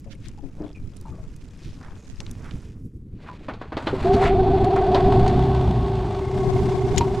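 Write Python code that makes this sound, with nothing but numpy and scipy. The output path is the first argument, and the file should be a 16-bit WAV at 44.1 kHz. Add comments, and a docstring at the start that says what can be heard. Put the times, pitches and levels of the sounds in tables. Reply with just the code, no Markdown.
"""A small open boat on a calm lake: noise rumbles, sleeves rustle, tackle ticks, air pockets plop at the hull.
A hand knocks on the cowl and pulls the starter cord; a two-cylinder two-stroke outboard catches,
runs up, eases off, then is heard idling. Friction and knocks are shaped noise, plops are decaying sines.
Gulps of air ring the intake's gliding resonances; noise makes the clatter, crank multiples the exhaust."""
import sys
import numpy as np
from scipy import signal
from scipy.fft import rfft, irfft
from scipy.io import wavfile

SR = 44100
rng = np.random.default_rng(int(sys.argv[2]) if len(sys.argv) > 2 else 0)


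def invert_db(x):
    """Field ratio 10**(x/20) for x, a level in decibels (scalar or array-like)."""
    u = np.asarray(x, float) / 20
    return 10 ** u


def generate_wav(signal):
    """Clip the signal to [-1, 1] and save it as 16-bit WAV at the path in sys.argv[1]."""
    frames = np.transpose(np.atleast_2d(signal))
    scaled = np.clip(frames, -1, 1) * 32767
    pcm = np.round(scaled).astype(np.int16)
    wavfile.write(sys.argv[1], SR, pcm)


N = 317520


def rms_one(x):
    """Scales to rms 1."""
    return x / np.sqrt(np.mean(np.abs(x) ** 2) + 1e-20)


def in_time(rows):
    """Columns of a table after its seconds, interpolated to one value a sample."""
    s, *columns = np.transpose(rows)
    return [np.interp(np.arange(N) / SR, s, column) for column in columns]


def coloured(x, points, peaks=()):
    """Filters by a (Hz, dB) spectrum with (Hz, width Hz, dB) resonances on top."""
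    hz = np.maximum(np.fft.rfftfreq(N, 1 / SR), 1)
    point_hz, point_db = np.transpose(points)
    base = invert_db(np.interp(np.log(hz), np.log(point_hz), point_db))
    boost = sum(invert_db(top_db) / (1 + (2 * (hz - at_hz) / width) ** 2) for at_hz, width, top_db in peaks)
    return irfft(rfft(x) * base * (1 + boost), N)


def drift(corner_hz):
    """Slow chance of spread 1: noise through two equal low-pass poles, computed every 40 samples."""
    r = np.exp(-2 * np.pi * corner_hz * 40 / SR)
    noise = rng.standard_normal(N // 40 + 2002)
    slow = signal.lfilter([1], [1, -2 * r, r * r], noise)[2000:]   # settled part
    return np.interp(np.arange(N) / 40, np.arange(len(slow)), rms_one(slow))


def ping(clicks, hz):
    """Clicks ring a two-pole resonance, down 60 dB in thirty cycles."""
    r, w = invert_db(-2 * hz / SR), 2 * np.pi * hz / SR
    return signal.lfilter([np.sin(w)], [1, -2 * r * np.cos(w), r * r], clicks + 1e-18)


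# Rumble spectrum. Each row: Hz, density in dB per Hz.
RUMBLE_COLOUR = [(20, 1), (45, -1.5), (110, 1), (300, -9.5), (460, -22.5), (800, -60)]
# Gusts and jolts on the microphone. Each row: peak in seconds, level in dB, half length in seconds.
GUSTS = [(2.413, -38.5, 0.21), (2.86, -30.5, 0.018), (3.145, -35, 0.029), (4.347, -20.5, 0.37),
         (5.214, -18.5, 0.31), (7.04, -20, 0.12)]
CALM_AIR_DB = -41.5
BUFFET_DB, BUFFET_HZ, BUFFET_ENDS_S = -42.5, 45, 3   # deep buffeting early on
# hull level at mean exhaust level, share of the exhaust's dB swing, low edge
HULL_DB, HULL_FOLLOWS, HULL_CUT_HZ = -30, 0.75, 42


def rumble():
    """Low lumpy noise: air on the microphone, and the hull shaken by the exhaust."""
    t = np.arange(N) / SR
    gust_power = sum(invert_db(2 * db) * np.exp(-2 * ((t - s) / half_s) ** 2) for s, db, half_s in GUSTS)
    air_gain = np.sqrt(invert_db(2 * CALM_AIR_DB) + gust_power)
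    exhaust_db = engine_levels()[3]
    exhaust_swing_db = exhaust_db - np.mean(ENGINE, axis=0)[2]
    hull_gain = invert_db(HULL_DB + HULL_FOLLOWS * exhaust_swing_db) * (t > CATCH_S)
    air, low = [rms_one(coloured(white, RUMBLE_COLOUR)) for white in rng.standard_normal((2, N))]
    deep = rms_one(signal.lfilter(*signal.butter(2, BUFFET_HZ, fs=SR), low))
    buffet = invert_db(BUFFET_DB) * deep * np.clip((BUFFET_ENDS_S - t) / .5, 0, 1)
    hull = hull_gain * signal.lfilter(*signal.butter(2, HULL_CUT_HZ, "high", fs=SR), low)
    return invert_db(2.65 * drift(18.2)) * (buffet + air_gain * air + hull)


# Steady friction: sleeves and line, then hand on the cowl.
# Each row: start in seconds, end in seconds, level at start in dB, level at end in dB.
SPELLS = [(0, 2.653, -62, -52.5), (3.24, 3.75, -49, -54)]
SPELL_RISE_DB_PER_S, SPELL_FALL_DB_PER_S = 173, 95.5


def spells():
    """Gain of the steady friction: each spell swells, holds a slope and dies."""
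    t = np.arange(N) / SR
    gain = np.zeros(N)
    for start, end, start_db, end_db in SPELLS:
        slope_db = np.interp(t, [start, end], [start_db, end_db])
        rise_db = SPELL_RISE_DB_PER_S * np.maximum(start - t, 0)
        fall_db = SPELL_FALL_DB_PER_S * np.maximum(t - end, 0)
        gain += invert_db(slope_db - rise_db - fall_db)
    return gain


# Friction spectrum. Each row: Hz, density in dB per Hz.
RUSTLE_COLOUR = [(410, 7), (774, -3), (2080, -6.5), (6940, -16.5), (14000, -36.5)]
# Single rubs and gurgles. Each row: peak in seconds, level in dB, half length in seconds, centre in Hz.
RUBS = [(0.124, -51.5, 0.019, 2330), (0.259, -55, 0.038, 2340), (0.639, -44.5, 0.061, 433),
        (1.68, -56.5, 0.1, 2670), (1.872, -50.5, 0.081, 960), (2.471, -46, 0.05, 1060),
        (3.283, -45.5, 0.02, 1070), (4.141, -33.5, 0.014, 3470), (4.263, -31.5, 0.053, 1500)]


def rustle():
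    """Cloth and line friction: patchy noise with fine snags, and single rubs round their own pitch."""
    snag_gain = 1 + (rng.random(N) < .01) * 3.6 * rng.exponential(1, N)
    snags = snag_gain * rng.standard_normal(N)
    even = rms_one(coloured(snags, RUSTLE_COLOUR, [(2490, 29, 4.1)]))
    dull = signal.lfilter(*signal.butter(2, 2000, fs=SR), even)
    patchy = invert_db(3.5 * drift(24.0)) * dull + invert_db(2.0 * drift(51.0)) * (even - dull)
    out = spells() * patchy
    t = np.arange(-6000, 6000) / SR
    scratchy = snags[::-1] * invert_db(2.5 * drift(60.0))   # fibres catch and let go
    for s, db, half_s, hz in RUBS:
        at = slice(max(round(s * SR) - 6000, 0), round(s * SR) + 6000)
        band = signal.lfilter(*signal.butter(2, [.6 * hz, 1.7 * hz], "band", fs=SR), scratchy[at])
        out[at] += invert_db(db) * rms_one(band) * np.exp(-(t[-len(band):] / half_s) ** 2)
    return out


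FAINT_TICKS_PER_S, FAINT_TICK_DB, REELING_ENDS_S = 55, -60, 2.7   # rate and level before random swings


def faint_ticks():
    """Line and reel tick at random in clumps, each a brief ring at one of eight pitches."""
    reeling = np.arange(N) < REELING_ENDS_S * SR
    rate_per_s = FAINT_TICKS_PER_S * invert_db(5.0 * drift(3.7)) * reeling
    tick_db = FAINT_TICK_DB + 3.7 * np.minimum(rng.exponential(1, N), 3)
    clicks = (rng.random(N) < rate_per_s / SR) * invert_db(tick_db)
    dealt, out = rng.integers(0, 8, N), np.zeros(N)
    for k, hz in enumerate(np.geomspace(2200, 9000, 8)):
        out += ping(clicks * (dealt == k), hz)
    return out


# Purrs of the reel's ratchet. Each row: start in seconds, end in seconds, ring in Hz.
RATCHET = [(.64, .715, 3400), (1.975, 2.105, 6600)]
RATCHET_PER_S, RATCHET_DB = 95, -52


def ratchet():
    """A pawl skips over teeth: nearly even clicks, each ringing briefly."""
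    out = np.zeros(N)
    for start, end, hz in RATCHET:
        clicks, s = np.zeros(N), np.arange(start, end, 1 / RATCHET_PER_S)
        chance = rng.standard_normal((len(s), 2))
        at = ((s + .001 * chance[:, 0]) * SR).astype(int)
        clicks[at] = invert_db(RATCHET_DB + 3 * chance[:, 1])
        out += ping(clicks, hz)
    return out


# Air pockets in the water at the hull, lastly in the intake on the first compression.
# Each row: start in seconds, level in dB before shaking, settled pitch in Hz, t60 in seconds.
PLOPS = [(0.061, -43, 528, 0.33), (.379, -42.5, 783, 0.11), (.428, -26, 265.7, 0.16),
         (0.602, -25, 293, 0.29), (0.747, -42.5, 2330, .12), (1.117, -50.5, 1110, 0.39),
         (1.052, -37, 864, 0.22), (1.13, -30, 171, 0.24), (1.18, -43.5, 611, 0.19),
         (3.282, -30, 967.5, 0.18), (3.927, -12, 368, 0.13)]


def plops():
    """A trapped pocket of air rings, sagging a little in pitch and shaken by the water round it."""
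    out, t = np.zeros(N), np.arange(12000) / SR
    shake = invert_db(2.15 * drift(67.0))
    for s, db, hz, t60 in PLOPS:
        phase = 2 * np.pi * np.cumsum(hz * (1 + 0.0895 * np.exp(-t / 0.027))) / SR
        envelope = invert_db(db - 60 * t / t60) * (1 - np.exp(-t / 0.0034))
        out[round(s * SR):][:12000] += envelope * np.sin(phase)
    return out * rms_one(shake + 0.8 * drift(220.0))


# Ticks of reel and tackle. Each row: start in seconds, relative peak in dB, centre in Hz.
TICKS = [(0.284, -36.5, 4500), (0.967, -39, 5200), (1.012, -39, 7600), (1.363, -45, 5700),
         (2.203, -24, 3020), (2.2645, -31, 2240), (2.312, -32, 5500), (2.5096, -31, 1780)]
# Knocks of hands, starter and gear lever on the motor.
# Each row: start in seconds, relative tick peak in dB, tick centre in Hz, relative knock level in dB.
KNOCKS = [(3.4831, -44, 1440, -26), (3.536, -33.5, 2280, -38.5), (3.6123, -56, 1680, -32),
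          (3.72, -60, 1500, -29), (3.768, -23.5, 2230, -23), (3.8691, -21, 1910, -19),
          (4.6434, -23, 3870, -34), (4.7607, -26, 3960, -24), (4.9455, -14.5, 2340, -16.5),
          (5.278, -20, 3450, -44), (6.9605, -25, 3460, -36), (7.008, -22, 1950, -32),
          (6.974, -17, 2370, -37)]
# Hull and cowl modes. Each row: nominal Hz, nominal level in dB, t60 in seconds.
KNOCK_MODES = [(272, 10, 0.034), (528, 4, 0.053), (732, 1, 0.038), (1022, 6, 0.024)]
TICK_KNOCK_DB = -20.5   # what a tick passes on to the hull
TICK_TAIL_DB, KNOCK_TAIL_DB = -28, -10   # tackle is dry, the motor rattles on


def taps():
    """Each tap is a dying burst round its own pitch and a push into the hull and cowl modes."""
    out, t = np.zeros(N + 8000), np.arange(8000) / SR
    rows = [(s, db, hz, db + TICK_KNOCK_DB, TICK_TAIL_DB) for s, db, hz in TICKS]
    rows += [(*row, KNOCK_TAIL_DB) for row in KNOCKS]
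    thud_band = signal.butter(2, [220, 1300], "band", fs=SR, output="sos")
    chance = rng.standard_normal((len(rows), 8000))
    for (s, tick_db, hz, knock_db, tail_db), noise in zip(rows, chance):
        band = signal.butter(3, [.5 * hz, min(2 * hz, 15000)], "band", fs=SR, output="sos")
        decay = invert_db(-60 * t / 0.0077) + invert_db(tail_db - 60 * t * hz / 183.0)   # burst and tail
        tick = signal.sosfilt(band, noise) * decay * (1 - np.exp(-t / 0.0012))
        knock = rms_one(signal.sosfilt(thud_band, noise)) * invert_db(-60 * t / .16)   # dull thud
        for k, (mode_hz, db, t60) in enumerate(KNOCK_MODES):
            detuned_hz = mode_hz * (1 + 0.087 * noise[k + 9])
            knock += invert_db(db + 0.74 * noise[k] - 60 * t / t60) * np.sin(2 * np.pi * detuned_hz * t)
        at = slice(round(s * SR), round(s * SR) + 8000)
        out[at] += invert_db(tick_db - 2.5) * tick / np.abs(tick).max()
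        out[at] += invert_db(knock_db - 1.5) * knock * (1 - np.exp(-t / .002))
    return out[:N]


# Cord spectrum. Each row: Hz, density in dB per Hz.
CORD_COLOUR = [(1100, 5), (3400, -10.5), (7500, -13.5), (15000, -36)]
# Rasp of the cord as it runs out. Each row: seconds, level in dB.
CORD_PULL = [(3.76, -80), (3.775, -43.5), (4.21, -33), (4.22, -25.5), (4.27, -26), (4.38, -80.5)]


def cord():
    """The starter cord whirrs off its reel: noise with a flickering level."""
    rasp = rms_one(coloured(rng.standard_normal(N), CORD_COLOUR))
    return invert_db(in_time(CORD_PULL)[0] + 2.5 * drift(70.0)) * rasp


# Linkage resonances. Each row: Hz, width in Hz, boost in dB.
LEVER_PEAKS = [(3290, 540, 8), (5700, 420, 14), (6900, 590, 22)]
LEVER_S, LEVER_DB, LEVER_T60_S = 6.9805, -13.5, 0.029   # the gear lever snaps into its notch
GEAR_S, GEAR_DB, GEAR_HZ, GEAR_T60_S = 7.009, -14, 940, .11   # the gear dog drops in


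def lever():
    """A sharp noise snap ringing the linkage, then the clunk of the gear, a decaying sine."""
    t = np.arange(N) / SR
    colour = [(1500, -26), (2200, 3.5), (14000, -19)]
    scrape = rms_one(coloured(rng.standard_normal(N), colour, LEVER_PEAKS))
    slope = np.where(t < LEVER_S, 10, 1)   # rises ten times as fast as it falls
    snap = invert_db(LEVER_DB - 60 * abs(t - LEVER_S) / LEVER_T60_S * slope) * scrape
    since = np.maximum(t - GEAR_S, 0)
    return snap + invert_db(GEAR_DB - 60 * since / GEAR_T60_S) * np.sin(2 * np.pi * GEAR_HZ * since)


# Crank speed. Each row: seconds, turns per second.
SPEED = [(4.0, 7.5), (4.57, 14.8), (4.81, 18.8), (5.2, 28.9), (5.45, 32.7), (5.65, 30.8), (6.16, 24.6),
         (6.21, 16.1), (7.2, 15.2)]
# Engine levels. Each row: seconds, intake in dB, exhaust in dB.
ENGINE = [(4.05, -17, -46), (4.2, -20, -48), (4.5, -20.5, -29), (4.9, -20.5, -33.5), (5.15, -21, -25),
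          (5.6, -28.5, -21.5), (6.05, -30.5, -26), (6.22, -30.5, -31), (6.45, -24.5, -25),
          (7.2, -26, -30.5)]


def engine_levels():
    """Crank speed, its doublings above 20 turns per s, intake dB and exhaust dB."""
    speed, = in_time(SPEED)
    intake_db, exhaust_db = in_time(ENGINE)
    return speed, np.log2(speed / 20), intake_db, exhaust_db


# Exhaust orders: multiples of crank speed, and their relative levels in dB.
ORDERS_HEARD = [4, 5, 8]
ORDER_DB = [0., -5, 1.]
# Exhaust pipe resonance: Hz, width in Hz.
EXHAUST_PIPE = (114, 48)
FIRING_DB, FIRING_DB_PER_DOUBLING = -6.5, 9   # firing tone against the exhaust


def exhaust(turns, speed, doublings):
    """Wavering crank orders weighted by the pipe resonance, plus a tone at two firings a turn."""
    pipe_hz, width_hz = EXHAUST_PIPE
    out = invert_db(FIRING_DB + FIRING_DB_PER_DOUBLING * doublings) * np.sin(4 * np.pi * turns)
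    for order, db in zip(ORDERS_HEARD, ORDER_DB):
        resonance = 1 / (1 + ((order * speed - pipe_hz) / width_hz) ** 2)
        out += invert_db(db + 1.2 * drift(2.9)) * np.sin(2 * np.pi * order * turns + order) * resonance
    return out


# Clatter spectrum. Each row: Hz, density in dB per Hz.
CLATTER_COLOUR = [(450, -10.5), (850, 4), (1400, -11.5), (4500, -19.5), (8500, -29), (15500, -57.5)]
# Cowl resonances. Each row: Hz, width in Hz, boost in dB.
COWL_PEAKS = [(613.7, 24, 9.5), (1102, 12, 11.5), (1520, 14, 8), (3450, 200, -4)]
SLAP_DB, SLAP_DB_PER_DOUBLING, SLAP_DECAY_S = 4, 4, .004


def clatter(turns, speed, doublings, firing):
    """Cowl noise shaken by each firing; a piston slaps once a turn, unevenly, harder at speed."""
    gate = invert_db(1.3 * firing + 1.0 * drift(25.0))
    force = rng.random(400)[turns.astype(int) % 400] ** 2
    force = force * invert_db(SLAP_DB + SLAP_DB_PER_DOUBLING * doublings)
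    since_slap_s = ((turns - FIRING_ANGLE_TURNS) % 1) / speed
    gate = gate * (1 + force * np.exp(-since_slap_s / SLAP_DECAY_S))
    return rms_one(coloured(gate * rng.standard_normal(N), CLATTER_COLOUR, COWL_PEAKS))


# Cowl resonances rung at idle. Each row: Hz, width in Hz, boost in dB.
IDLE_PINGS = [(2124, 94, 36)]
IDLE_PING_DB = -53.5


def idle_pings(idle, firing):
    """At idle the cowl pings at each firing: noise pulses through narrow resonances."""
    pulses = invert_db(10 * firing) * rng.standard_normal(N)
    return invert_db(IDLE_PING_DB) * idle * rms_one(coloured(pulses, CLATTER_COLOUR, IDLE_PINGS))


HONK_EVENING = .52   # share of the honk's swing that the narrow intake flattens


def honk(turns, angle, speed, start_hz, end_hz, width_hz, second_db, turbulence_db):
    """Two gulps of air a turn ring a resonance whose pitch climbs through the turn."""
    half_turns = np.floor(2 * (turns - angle))
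    gulp = np.flatnonzero(np.diff(half_turns)) + 1
    which = half_turns[gulp].astype(int)
    gulp_db = second_db * (which % 2) + 1.5 * rng.standard_normal(400)[which % 400]
    drive = np.zeros(N)
    drive[gulp] = invert_db(gulp_db) * np.sqrt(SR / speed[gulp] / 2)   # even power at any speed
    drive += invert_db(turbulence_db) * rng.standard_normal(N)
    pitch_hz = start_hz + (end_hz - start_hz) * np.sqrt(turns % 1)
    spin = np.exp(2j * np.pi * np.cumsum(pitch_hz) / SR)
    r = np.exp(-2 * np.pi * width_hz / SR)
    # shifted down by the moving pitch, the resonance is a double low-pass
    swell = signal.lfilter([1], [1, -2 * r, r * r], drive / spin)
    ringing = np.real(spin * swell) / (np.abs(swell) + 1e-9) ** HONK_EVENING
    port_open = np.abs(np.sin(np.pi * (turns - angle))) ** .5   # shut for a moment once a turn
    return rms_one(port_open * ringing)


# Intake resonances, rising as the piston closes the crankcase. 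Each: Hz at start of turn (high one:
# before the idle lift), Hz at end, pole width in Hz, second cylinder in dB, turbulence in dB.
LOW_HONK = (379.5, 388, 19, -7, -9.5)
HIGH_HONK = (640, 780, 22, -4, -7)
# Lag of the low honk, changing through the scene. Each row: seconds, crank angle in turns.
LOW_GULP = [(4.9, .36), (5.3, .64), (6.15, .64), (6.25, .35), (6.95, .36), (7.05, .57)]
IDLE_HONK_LIFT_HZ, IDLE_GULP_TURNS, IDLE_CHOKE_DB = 50, .3, -9


def intake(turns, speed, intake_db, high_db, idle):
    """Low and high honks; at idle the high one starts higher and is choked after a short gulp."""
    low = honk(turns, *in_time(LOW_GULP), speed, *LOW_HONK)
    start_hz, *shape = HIGH_HONK
    high = honk(turns, 0, speed, start_hz + IDLE_HONK_LIFT_HZ * idle, *shape)
    choke = idle * np.clip(10 * (turns % 1 - IDLE_GULP_TURNS) + 1, 0, 1)
    return invert_db(intake_db) * low + invert_db(high_db) * high * invert_db(IDLE_CHOKE_DB * choke)


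# Layer laws at mean intake level and 20 turns per s.
# Each: level in dB, share of the intake's dB swing, dB per doubling of speed.
HIGH_HONK_LAW = (-28.5, 1.42, 1.7)
CLATTER_LAW = (-34.5, 0.59, 4.2)
CRANK_AT_4_S_TURNS, FIRING_ANGLE_TURNS = .62, .18
CATCH_S, CATCH_RISE_S, IDLE_FROM_S = 4.05, 0.0058, 6.2   # first firing, its rise, heard idling from here
CRANKING_DB_PER_S = 57   # rise of the clatter before the catch, as the cord spins the crank up


def engine():
    """One crank angle drives the intake honks, the clatter through the cowl and the exhaust orders."""
    t = np.arange(N) / SR
    speed, doublings, intake_db, exhaust_db = engine_levels()
    turns = CRANK_AT_4_S_TURNS + np.cumsum(speed) / SR - np.sum(speed[:4 * SR]) / SR
    running = np.clip(1 - (CATCH_S - t) / CATCH_RISE_S, 0, 1)
    idle = t > IDLE_FROM_S
    firing = np.cos(4 * np.pi * (turns - FIRING_ANGLE_TURNS))
    swing_db = intake_db - np.mean(ENGINE, axis=0)[1]
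    high_db, clatter_db = [db + share * swing_db + per_doubling * doublings
                           for db, share, per_doubling in (HIGH_HONK_LAW, CLATTER_LAW)]
    clatter_db = clatter_db - CRANKING_DB_PER_S * np.maximum(CATCH_S - t, 0)
    fired = intake(turns, speed, intake_db, high_db, idle) + idle_pings(idle, firing)
    fired = fired + invert_db(exhaust_db) * exhaust(turns, speed, doublings)
    return running * fired + invert_db(clatter_db) * clatter(turns, speed, doublings, firing)


# Treble level. Each row: seconds, gain in dB reached above a 4.5 to 6 kHz crossover.
TREBLE = [(2.9, 4), (3.2, -6.5), (4.5, -10.5), (6.0, -5), (6.4, 0.5)]
# Stereo placement and width through the scene. Each row: seconds, left minus right in dB, side level in dB.
STEREO = [(0, 0.7, -9.5), (1.9, 1, -12.5), (2.2, -4.5, -6.5), (3.0, 0, -43), (6.0, 0, -40.5), (6.5, 2, -10)]
# Side signal spectrum. Each row: Hz, gain in dB.
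SIDE_COLOUR = [(25, 5.5), (400, -4), (12000, 7)]


def scene():
    """All sources, shaded and panned; the two microphone ports differ by a wavering share."""
    mid = rumble() + rustle() + faint_ticks() + ratchet() + plops() + taps() + cord() + engine()
    treble = mid - coloured(mid, [(4500, 0), (6000, -30)])
    mid = mid + (invert_db(in_time(TREBLE)[0]) - 1) * treble
    pan_db, side_db = in_time(STEREO)
    side = invert_db(side_db) * coloured(mid * drift(24.0), SIDE_COLOUR)
    left = mid * invert_db(pan_db / 2) + side
    right = mid * invert_db(-pan_db / 2) - side
    return np.array([left, right]) + lever()   # the lever is central


def low_pass(x):
    """Removes everything above the highest recorded frequency."""
    return signal.sosfilt(signal.butter(12, 15440, fs=SR, output="sos"), x)


# Microphone response. Each row: Hz, gain in dB.
MICROPHONE = [(8000, 0.5), (12000, 0.5), (15500, -18)]


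def record(dry):
    """The microphone rolls off above 12 kHz and rounds the peaks."""
    ceiling = .8
    heard = np.array([coloured(channel, MICROPHONE) for channel in dry])
    mix = ceiling * np.tanh(heard / ceiling)
    return low_pass(mix)


dry = scene()
out = record(dry)
generate_wav(out)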